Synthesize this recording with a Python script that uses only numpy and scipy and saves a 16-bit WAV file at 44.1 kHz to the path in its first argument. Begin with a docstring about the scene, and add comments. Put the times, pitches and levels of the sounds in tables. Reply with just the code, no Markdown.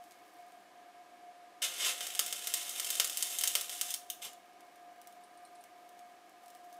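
"""At a workshop bench, someone is stick welding. The electrode strikes, flares, then fries
steadily while drops of metal short the arc and pop. It breaks off with a last pop and a sputter,
and the hot slag (the crust on the weld) ticks as it cools. Bench and walls echo closely,
and the welder's cooling fan whirs with a wavering whine throughout."""
import sys
import numpy as np
from scipy import signal
from scipy.fft import rfft, irfft, next_fast_len
from scipy.io import wavfile
from scipy.ndimage import map_coordinates

SR = 44100
rng = np.random.default_rng(int(sys.argv[2]) if len(sys.argv) > 2 else 0)


def waveform_to_disk(signal):
    """Save audio, clipped to [-1, 1], as 16-bit WAV at the path in sys.argv[1]."""
    frames = np.transpose(np.atleast_2d(signal))
    scaled = np.clip(frames, -1, 1) * 32767
    samples = np.round(scaled).astype(np.int16)
    wavfile.write(sys.argv[1], SR, samples)


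N = 299439
TIME = np.arange(N) / SR


def amp(db):
    """Turns decibels into a gain."""
    return 10 ** (np.asarray(db) / 20)


def unit(x):
    """Scales a signal to an average (rms) level of 1."""
    return x / np.sqrt(np.mean(x ** 2) + 1e-20)


def along(points, hz):
    """Reads between (Hz, value) points on a log frequency scale."""
    f, values = np.transpose(points)
    return np.interp(np.log(hz + 1), np.log(f + 1), values)


def curve(points):
    """Joins (seconds, value) points with straight lines."""
    return np.interp(TIME, *np.transpose(points))


def wobble(per_s):
    """A smooth curve through per_s random values a second."""
    return map_coordinates(rng.standard_normal(int(N * per_s / SR) + 4), [TIME * per_s])


def swell(start, attack_s, hold_s, release_s):
    """A level that rises, holds and dies away."""
    t = TIME - start
    return (t / attack_s).clip(0, 1) ** 2 * np.exp(-(t - attack_s - hold_s).clip(0) / release_s)


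def filtered(x, response):
    """Filters x; response gives the gain and phase at each frequency."""
    size = next_fast_len(N + SR // 2)
    return irfft(rfft(x, size) * response(np.fft.rfftfreq(size, 1 / SR)), size)[:N]


def noise(response):
    """Filtered noise at level 1."""
    return unit(filtered(rng.standard_normal(N), response))


def resonances(modes, f):
    """The response of something that rings at these (Hz, width in Hz, dB) modes."""
    return sum(amp(db) * 1j * f * width / (hz * hz - f * f + 1j * f * width) for hz, width, db in modes)


def smear(x, hz, width_hz):
    """Delays the frequencies around hz, so a click rings briefly but keeps its colour."""
    return filtered(x, lambda f: 1 - 2 * resonances([(hz, width_hz, 0)], f))


def crossover(lows, highs, hz):
    """Joins the lows of one signal to the highs of another."""
    return filtered(lows - highs, lambda f: 1 / (1 + 1j * f / hz)) + highs


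def click(colour, size=2048):
    """The shortest sudden pulse with this tone colour, at energy 1."""
    gains = amp(along(colour, np.fft.rfftfreq(size, 1 / SR)))
    cepstrum = irfft(np.log(gains))
    cepstrum[1:size // 2] *= 2  # folding moves the energy to the start
    cepstrum[size // 2:] = 0
    pulse = irfft(np.exp(rfft(cepstrum)))
    return pulse / np.linalg.norm(pulse)


def impulses(times, gains):
    """One-sample kicks at the given seconds."""
    samples = np.round(np.ravel(times) * SR).astype(int).clip(0)
    return np.bincount(samples, np.ravel(gains), N)[:N]


def sparks(per_s, scatter_db):
    """Random kicks of uneven size and either sign, at level 1."""
    sizes = amp(scatter_db * rng.standard_normal(N).clip(-2, 2)) * rng.choice([-1, 1], N)
    return unit((rng.random(N) < per_s / SR) * sizes)


def bursts(rows, spatter_db, spray_db, trail_s, even_db, split_hz, count=8):
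    """One kick per row, trailed by smaller ones: spatter in the lows, spray in the highs."""
    starts, db, treble_db = np.transpose(rows)
    delay, size = np.moveaxis(rng.random((len(starts), count, 2)), 2, 0)
    times = np.column_stack([starts, starts[:, None] - trail_s * np.log(1 - delay)])
    tilt_db = .5 * (treble_db - even_db)

    def kicks(level_db, trail_db):
        """Each kick shares its energy with its trail."""
        shares = np.column_stack([np.ones(len(starts)), amp(trail_db) * (2 * size - 1)])
        shares /= np.linalg.norm(shares, axis=1, keepdims=True)
        return impulses(times, amp(level_db)[:, None] * shares)
    return crossover(kicks(db - tilt_db, spatter_db), kicks(db + tilt_db, spray_db), split_hz)


# How loud the fan whines. Each row: time in seconds, relative level in dB.
WHINE_LEVELS = [(0, -52.5), (.12, -67), (.45, -55), (.6, -63.5), (1.4, -56.5), (1.65, -64), (1.9, -57),
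                (2.3, -59), (3.3, -61.5), (3.55, -55.5), (3.9, -59.5), (4.78, -60.5), (4.86, -54),
                (4.95, -60.5), (6.05, -56), (6.25, -63.5), (6.75, -55)]
# Air rushing through the fan. Each row: frequency in Hz, relative level in dB.
AIR_COLOUR = [(15, -81), (25, -44), (70, -30), (144, -34), (183, -35), (322, -14), (567, -13), (648, -13.5),
              (703, -13.5), (871, -16.5), (1020, -15), (1380, -19.5), (2170, -20.5), (2770, -22.5),
              (12500, -33.5), (15500, -43)]
# The ringing of the welder's case. Each row: pitch in Hz, width in Hz, relative level in dB.
CASE_MODES = [(313, 44.6, -14), (717.8, 33.3, -1.5), (1007, 40, -13), (1210, 32, -11.5), (1600, 147, -18.5),
              (2184, 17, -14), (2910, 15, -23.5)]
# The hum of motor and mains. Each row: pitch in Hz, relative level in dB.
HUM_TONES = [(199.2, -82.5), (355.3, -78.5), (403.7, -79.5), (527.6, -81.5)]


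def fan(whine_hz, drift_hz, waver_db):
    """The blades whine unsteadily; air rushes through the ringing case over a faint hum."""
    phase = 2 * np.pi * np.cumsum(whine_hz + drift_hz * wobble(25)) / SR
    whine = np.sqrt(2) * amp(curve(WHINE_LEVELS) - 1.06 + waver_db * wobble(40)) * np.sin(phase)
    air = amp(-66) * noise(lambda f: amp(along(AIR_COLOUR, f)))
    case = amp(-61) * noise(lambda f: resonances(CASE_MODES, f))
    hum = np.zeros(N)
    for hz, db in HUM_TONES:
        level = np.sqrt(2) * amp(db - 1.5 + 2.2 * wobble(4.8))
        hum += level * np.sin(2 * np.pi * hz * TIME + .85 * wobble(6))
    return whine + air + case + hum


# The ringing of the steel and the electrode holder. Each row: pitch in Hz, relative level in dB.
STEEL_MODES = [(2159, -62), (2751, -62), (2934, -59), (3445, -61), (3688, -62), (4797, -62), (5410, -63),
               (6239, -62), (6675, -60), (7413, -60), (7978, -61), (8161, -64), (8570, -63), (8839, -62),
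               (9173, -63), (9765, -64), (9954, -66), (10185, -65), (10713, -65), (10917, -65)]
# Echoes off the bench and nearest walls. Each row: delay in milliseconds, gain.
NEAR_ECHOES = [(.33, .65), (.58, .38), (1.93, .68), (2.87, .33), (4.15, .62), (5.05, .48), (5.17, .4),
               (6.13, .35), (9.9, .2)]
# How long the room rings on. Each row: frequency in Hz, seconds to fade by 60 dB.
ROOM_FADE = [(300, 0.48), (3000, 0.26), (13000, 0.25)]


def workshop(x, ring_db, ring_width_hz, room_db):
    """Sparks set the steel ringing; the sound arrives directly, as close echoes and as a short tail."""
    loudest = max(db for hz, db in STEEL_MODES)
    modes = [(hz, ring_width_hz, db - loudest + ring_db) for hz, db in STEEL_MODES]
    direct = filtered(x, lambda f: 1 + resonances(modes, f))
    delay_ms, gains = np.transpose(NEAR_ECHOES)
    echoes = signal.fftconvolve(direct, impulses(delay_ms / 1000, gains)[:SR // 20])[:N]
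    hz, t, spectrum = signal.stft(rng.standard_normal(SR // 2), SR, nperseg=256)
    build_up = 1 - np.exp(-t / .005)
    fade = amp(-60 * t / along(ROOM_FADE, hz)[:, None])
    tail = signal.istft(spectrum * fade * build_up, SR, nperseg=256)[1]
    reverb = signal.fftconvolve(direct, tail / np.linalg.norm(tail))[:N]
    return amp(-8.5) * (direct + smear(echoes, hz=8130, width_hz=1000) + amp(room_db) * reverb)


# Thin whistles of gas. Each row: middle and half length in seconds, pitch and width in Hz, level in dB.
GAS_JETS = [(3.361, 0.1, 12600, 1100, -50), (4.25, 0.026, 13100, 450, -53), (4.296, 0.06, 7100, 200, -65)]


def gas_jets():
    """Gas escapes from the molten pool in narrow rushes that swell and fade."""
    whistles = np.zeros(N)
    for middle, half_length, hz, width, db in GAS_JETS:
        rush = noise(lambda f: resonances([(hz, width, 0)], f) ** 2)
        whistles += amp(db) * rush * np.exp(-((TIME - middle) / half_length) ** 2)
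    return whistles


# The rush of the dying flame. Each row: frequency in Hz, relative level in dB.
FLAME_COLOUR = [(30, -18), (80, -7), (250, -4), (500, 0), (1100, 2), (2500, -25)]


def flame_puff(start, db):
    """The flame goes out with one soft, low rush of air."""
    rush = noise(lambda f: amp(along(FLAME_COLOUR, f)))
    return amp(db) * rush * swell(start, attack_s=.026, hold_s=.015, release_s=.032)


# Spells of fine crackle. Each row: start and end in seconds, relative level in dB.
SLAG_CRACKLES = [(0, .58, -70), (4.33, 6.4, -75.5), (6.41, 6.79, -69.5)]
# Single cracks in the slag. Each row: start in seconds, relative level in dB.
SLAG_TICKS = [(0.04, -61), (0.11, -51), (0.1204, -50), (0.521, -69), (4.333, -43.5), (4.6074, -57),
              (4.7583, -65), (5.016, -48), (5.073, -42), (5.1258, -62), (5.6397, -45.5), (5.8915, -55),
              (5.9923, -57), (6.2944, -58), (6.46, -56), (6.482, -52.5), (6.503, -54), (6.55, -53),
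              (6.728, -51)]
# Squeaks of the shrinking weld bead. Each row: start in seconds, relative level in dB.
BEAD_SQUEAKS = [(5.2362, -50.5), (5.3722, -54), (5.4496, -48.5), (5.553, -52), (5.6084, -54)]


def slag(tick_db, squeak_db, squeak_s):
    """The cooling crust crackles finely, with tiny bright ticks and thin squeaks."""
    spells = sum(amp(db) * swell(start, .02, end - start, .03) for start, end, db in SLAG_CRACKLES)
    crackle = spells * sparks(per_s=400, scatter_db=6.5)
    # A harder crack is brighter: 1.3 dB more treble for each dB of strength.
    cracks = [(start, db, -19 + 1.3 * (db + 54)) for start, db in SLAG_TICKS]
    ticks = bursts(cracks, spatter_db=-8, spray_db=-8, trail_s=.0012, even_db=-3, split_hz=8850)
    crust = filtered(amp(tick_db) * ticks + crackle, lambda f: (1j * f / (2400 + 1j * f)) ** 2)  # low cut
    slips = sum(amp(db + squeak_db) * swell(start, .00067, 0, squeak_s) for start, db in BEAD_SQUEAKS)
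    squeaks = filtered(slips * rng.standard_normal(N),
                       lambda f: resonances([(9100, 1800, 0)], f) ** 2 + resonances([(4260, 1100, 0)], f) ** 2)
    return crust + squeaks


# Drops shorting the arc. Each row: start in seconds, relative level in dB, treble share in dB.
DROPS = [(2.0073, -31, -29.5), (2.068, -25.5, -12), (2.1504, -26.5, -10), (2.1931, -13, -11.5),
         (2.263, -30, 1), (2.3265, -22.5, -10.5), (2.472, -20.5, -9), (2.5392, -18.5, -3), (2.6936, -32, 5),
         (2.798, -20.5, -10), (2.846, -26.5, -2), (2.8627, -35, 1), (2.9035, -24, 2), (2.9536, -25.5, -5),
         (2.9989, -11.5, -15.5), (3.0452, -20, -9), (3.074, -28.5, -2), (3.0976, -25, -9),
         (3.1723, -26, 3.5), (3.2254, -21.5, 1), (3.3866, -27.5, 6.5), (3.411, -23, -6),
         (3.437, -17.5, -12), (3.438, -22, -9), (3.475, -20.5, 2), (3.5529, -14, -14), (3.611, -26, -3.5),
         (3.695, -27.5, -12), (3.8126, -20, -6), (3.9054, -32, 4.5), (3.9407, -26.5, 3.5),
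         (4.101, -30.5, 6.5)]
# The tone of a bursting drop. Each row: frequency in Hz, relative level in dB.
DROP_COLOUR = [(40, -39), (330, -18.5), (540, -3), (900, -13.5), (1300, -1.5), (2100, -3), (3300, 3.5),
               (4500, 0.5), (6500, 3), (10000, -0.5), (15500, -3)]


def drop_pops(gain_db):
    """Each drop of metal shorts the arc and blows apart with one dry crack and a fine spray."""
    kicks = bursts(DROPS, spatter_db=-20, spray_db=-9, trail_s=.0015, even_db=-12, split_hz=5000)
    return -amp(gain_db) * signal.fftconvolve(kicks, click(DROP_COLOUR))[:N]


# The burn, from the strike until the electrode is drawn away.
# Each row: time in seconds, relative level in dB.
BURN_LEVELS = [(1.612, -84), (1.63, -42.5), (1.96, -43.5), (2.3, -41), (2.44, -41.5), (2.75, -40),
               (2.98, -36.5), (3.1, -40), (3.55, -37), (3.68, -45), (3.72, -36), (3.79, -45), (3.92, -38.5),
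               (3.96, -63), (4.2, -62.5), (4.45, -100)]
# Flares at the strike and sputters as the arc breaks.
# Each row: start and hold in seconds, relative level in dB, brightness in dB.
ARC_FLARES = [(1.616, .005, -26, -1.5), (1.625, 0.018, -33.5, -2), (1.788, .012, -38, -4),
              (1.801, 0.042, -38.5, -6), (1.841, .006, -31, -5.5), (1.857, 0.04, -33, -3.5),
              (4.213, .008, -41.5, -1.5), (4.237, 0.019, -41, -2)]
# The tone of the frying arc. Each row: frequency in Hz, relative level in dB.
FRY_COLOUR = [(40, -49), (200, -28.5), (520, -6), (900, -13.5), (1250, -0.5), (2100, -1.5), (3400, 4.5),
              (4500, 0.5), (6500, 2), (10000, -0.5), (13500, -3), (15500, -9.5)]
# The arc's low roar on cold metal. Each row: frequency in Hz, relative level in dB.
ROAR_COLOUR = [(30, -32), (130, -12), (220, -16.5), (300, -9.5), (580, 2), (900, -4), (3000, -40)]


def arc_sizzle(hiss_db, spit_db, roar_db, flutter_db, waver_db, heat_s):
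    """The arc fries with dense sparks and stray spits on plasma hiss, and roars until the pool is hot."""
    # A drop bridges the gap and quiets the arc just before it pops.
    short_s, dip_db = .0047, 7
    shorted = sum(np.exp(-((TIME - start + short_s / 2) / short_s) ** 2) for start, _, _ in DROPS)
    burn_db = curve(BURN_LEVELS) + waver_db * wobble(35) + flutter_db * wobble(160)
    burn = amp(burn_db - dip_db * shorted.clip(0, 1))
    # The sizzle brightens as the pool heats up, losing lows and gaining highs.
    strike_s = ARC_FLARES[0][0]
    cold = np.exp(-(TIME - strike_s).clip(0) / heat_s)
    layers = [(burn, 3.5 - 6 * cold)]
    for start, hold_s, db, bright_db in ARC_FLARES:
        layers.append((amp(db) * swell(start, .0057, hold_s, .014), bright_db))
    lows = np.sqrt(sum((gain * amp(-1.56 * bright_db)) ** 2 for gain, bright_db in layers))
    highs = np.sqrt(sum((gain * amp(.37 * bright_db)) ** 2 for gain, bright_db in layers))
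    fry = amp(-2.5) * unit(sparks(per_s=1700, scatter_db=4) + amp(hiss_db) * rng.standard_normal(N))
    spits = amp(spit_db) * burn * sparks(per_s=65, scatter_db=2.5)
    roar = amp(roar_db) * np.sqrt(cold) * burn * noise(lambda f: amp(along(ROAR_COLOUR, f)))
    sizzle = crossover(fry * lows, fry * highs, hz=5660) + spits
    return signal.fftconvolve(sizzle, click(FRY_COLOUR))[:N] + roar


def scene():
    """Arc, drops and slag sound in the workshop over the fan; drops and slag are heard more directly."""
    arc = arc_sizzle(hiss_db=-7, spit_db=-7.5, roar_db=-18.5, flutter_db=2.1, waver_db=.7, heat_s=.79)
    crust = slag(tick_db=18, squeak_db=4.5, squeak_s=.0051)
    weld = workshop(arc + amp(-2) * crust, ring_db=-2, ring_width_hz=107, room_db=1)
    drops = workshop(drop_pops(gain_db=18), ring_db=-5, ring_width_hz=100, room_db=-1.3)
    gas = gas_jets() + flame_puff(start=4.225, db=-59)
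    whir = fan(whine_hz=708.8, drift_hz=1.2, waver_db=1.6)
    return (weld + drops + amp(-8.5) * crust + gas + whir)[None]


def record(dry):
    """The microphone's port rings briefly on clicks and rounds off the hardest; the top treble is cut."""
    ringing = smear(dry[0], hz=5000, width_hz=4000)
    ringing = smear(ringing, hz=11000, width_hz=3500)
    rounded = ringing / (1 + (ringing / .38) ** 4) ** (1 / 4)
    return filtered(rounded, lambda hz: 1 / (1 + (hz / 15500) ** 120))[None]


dry = scene()
out = record(dry)
waveform_to_disk(out)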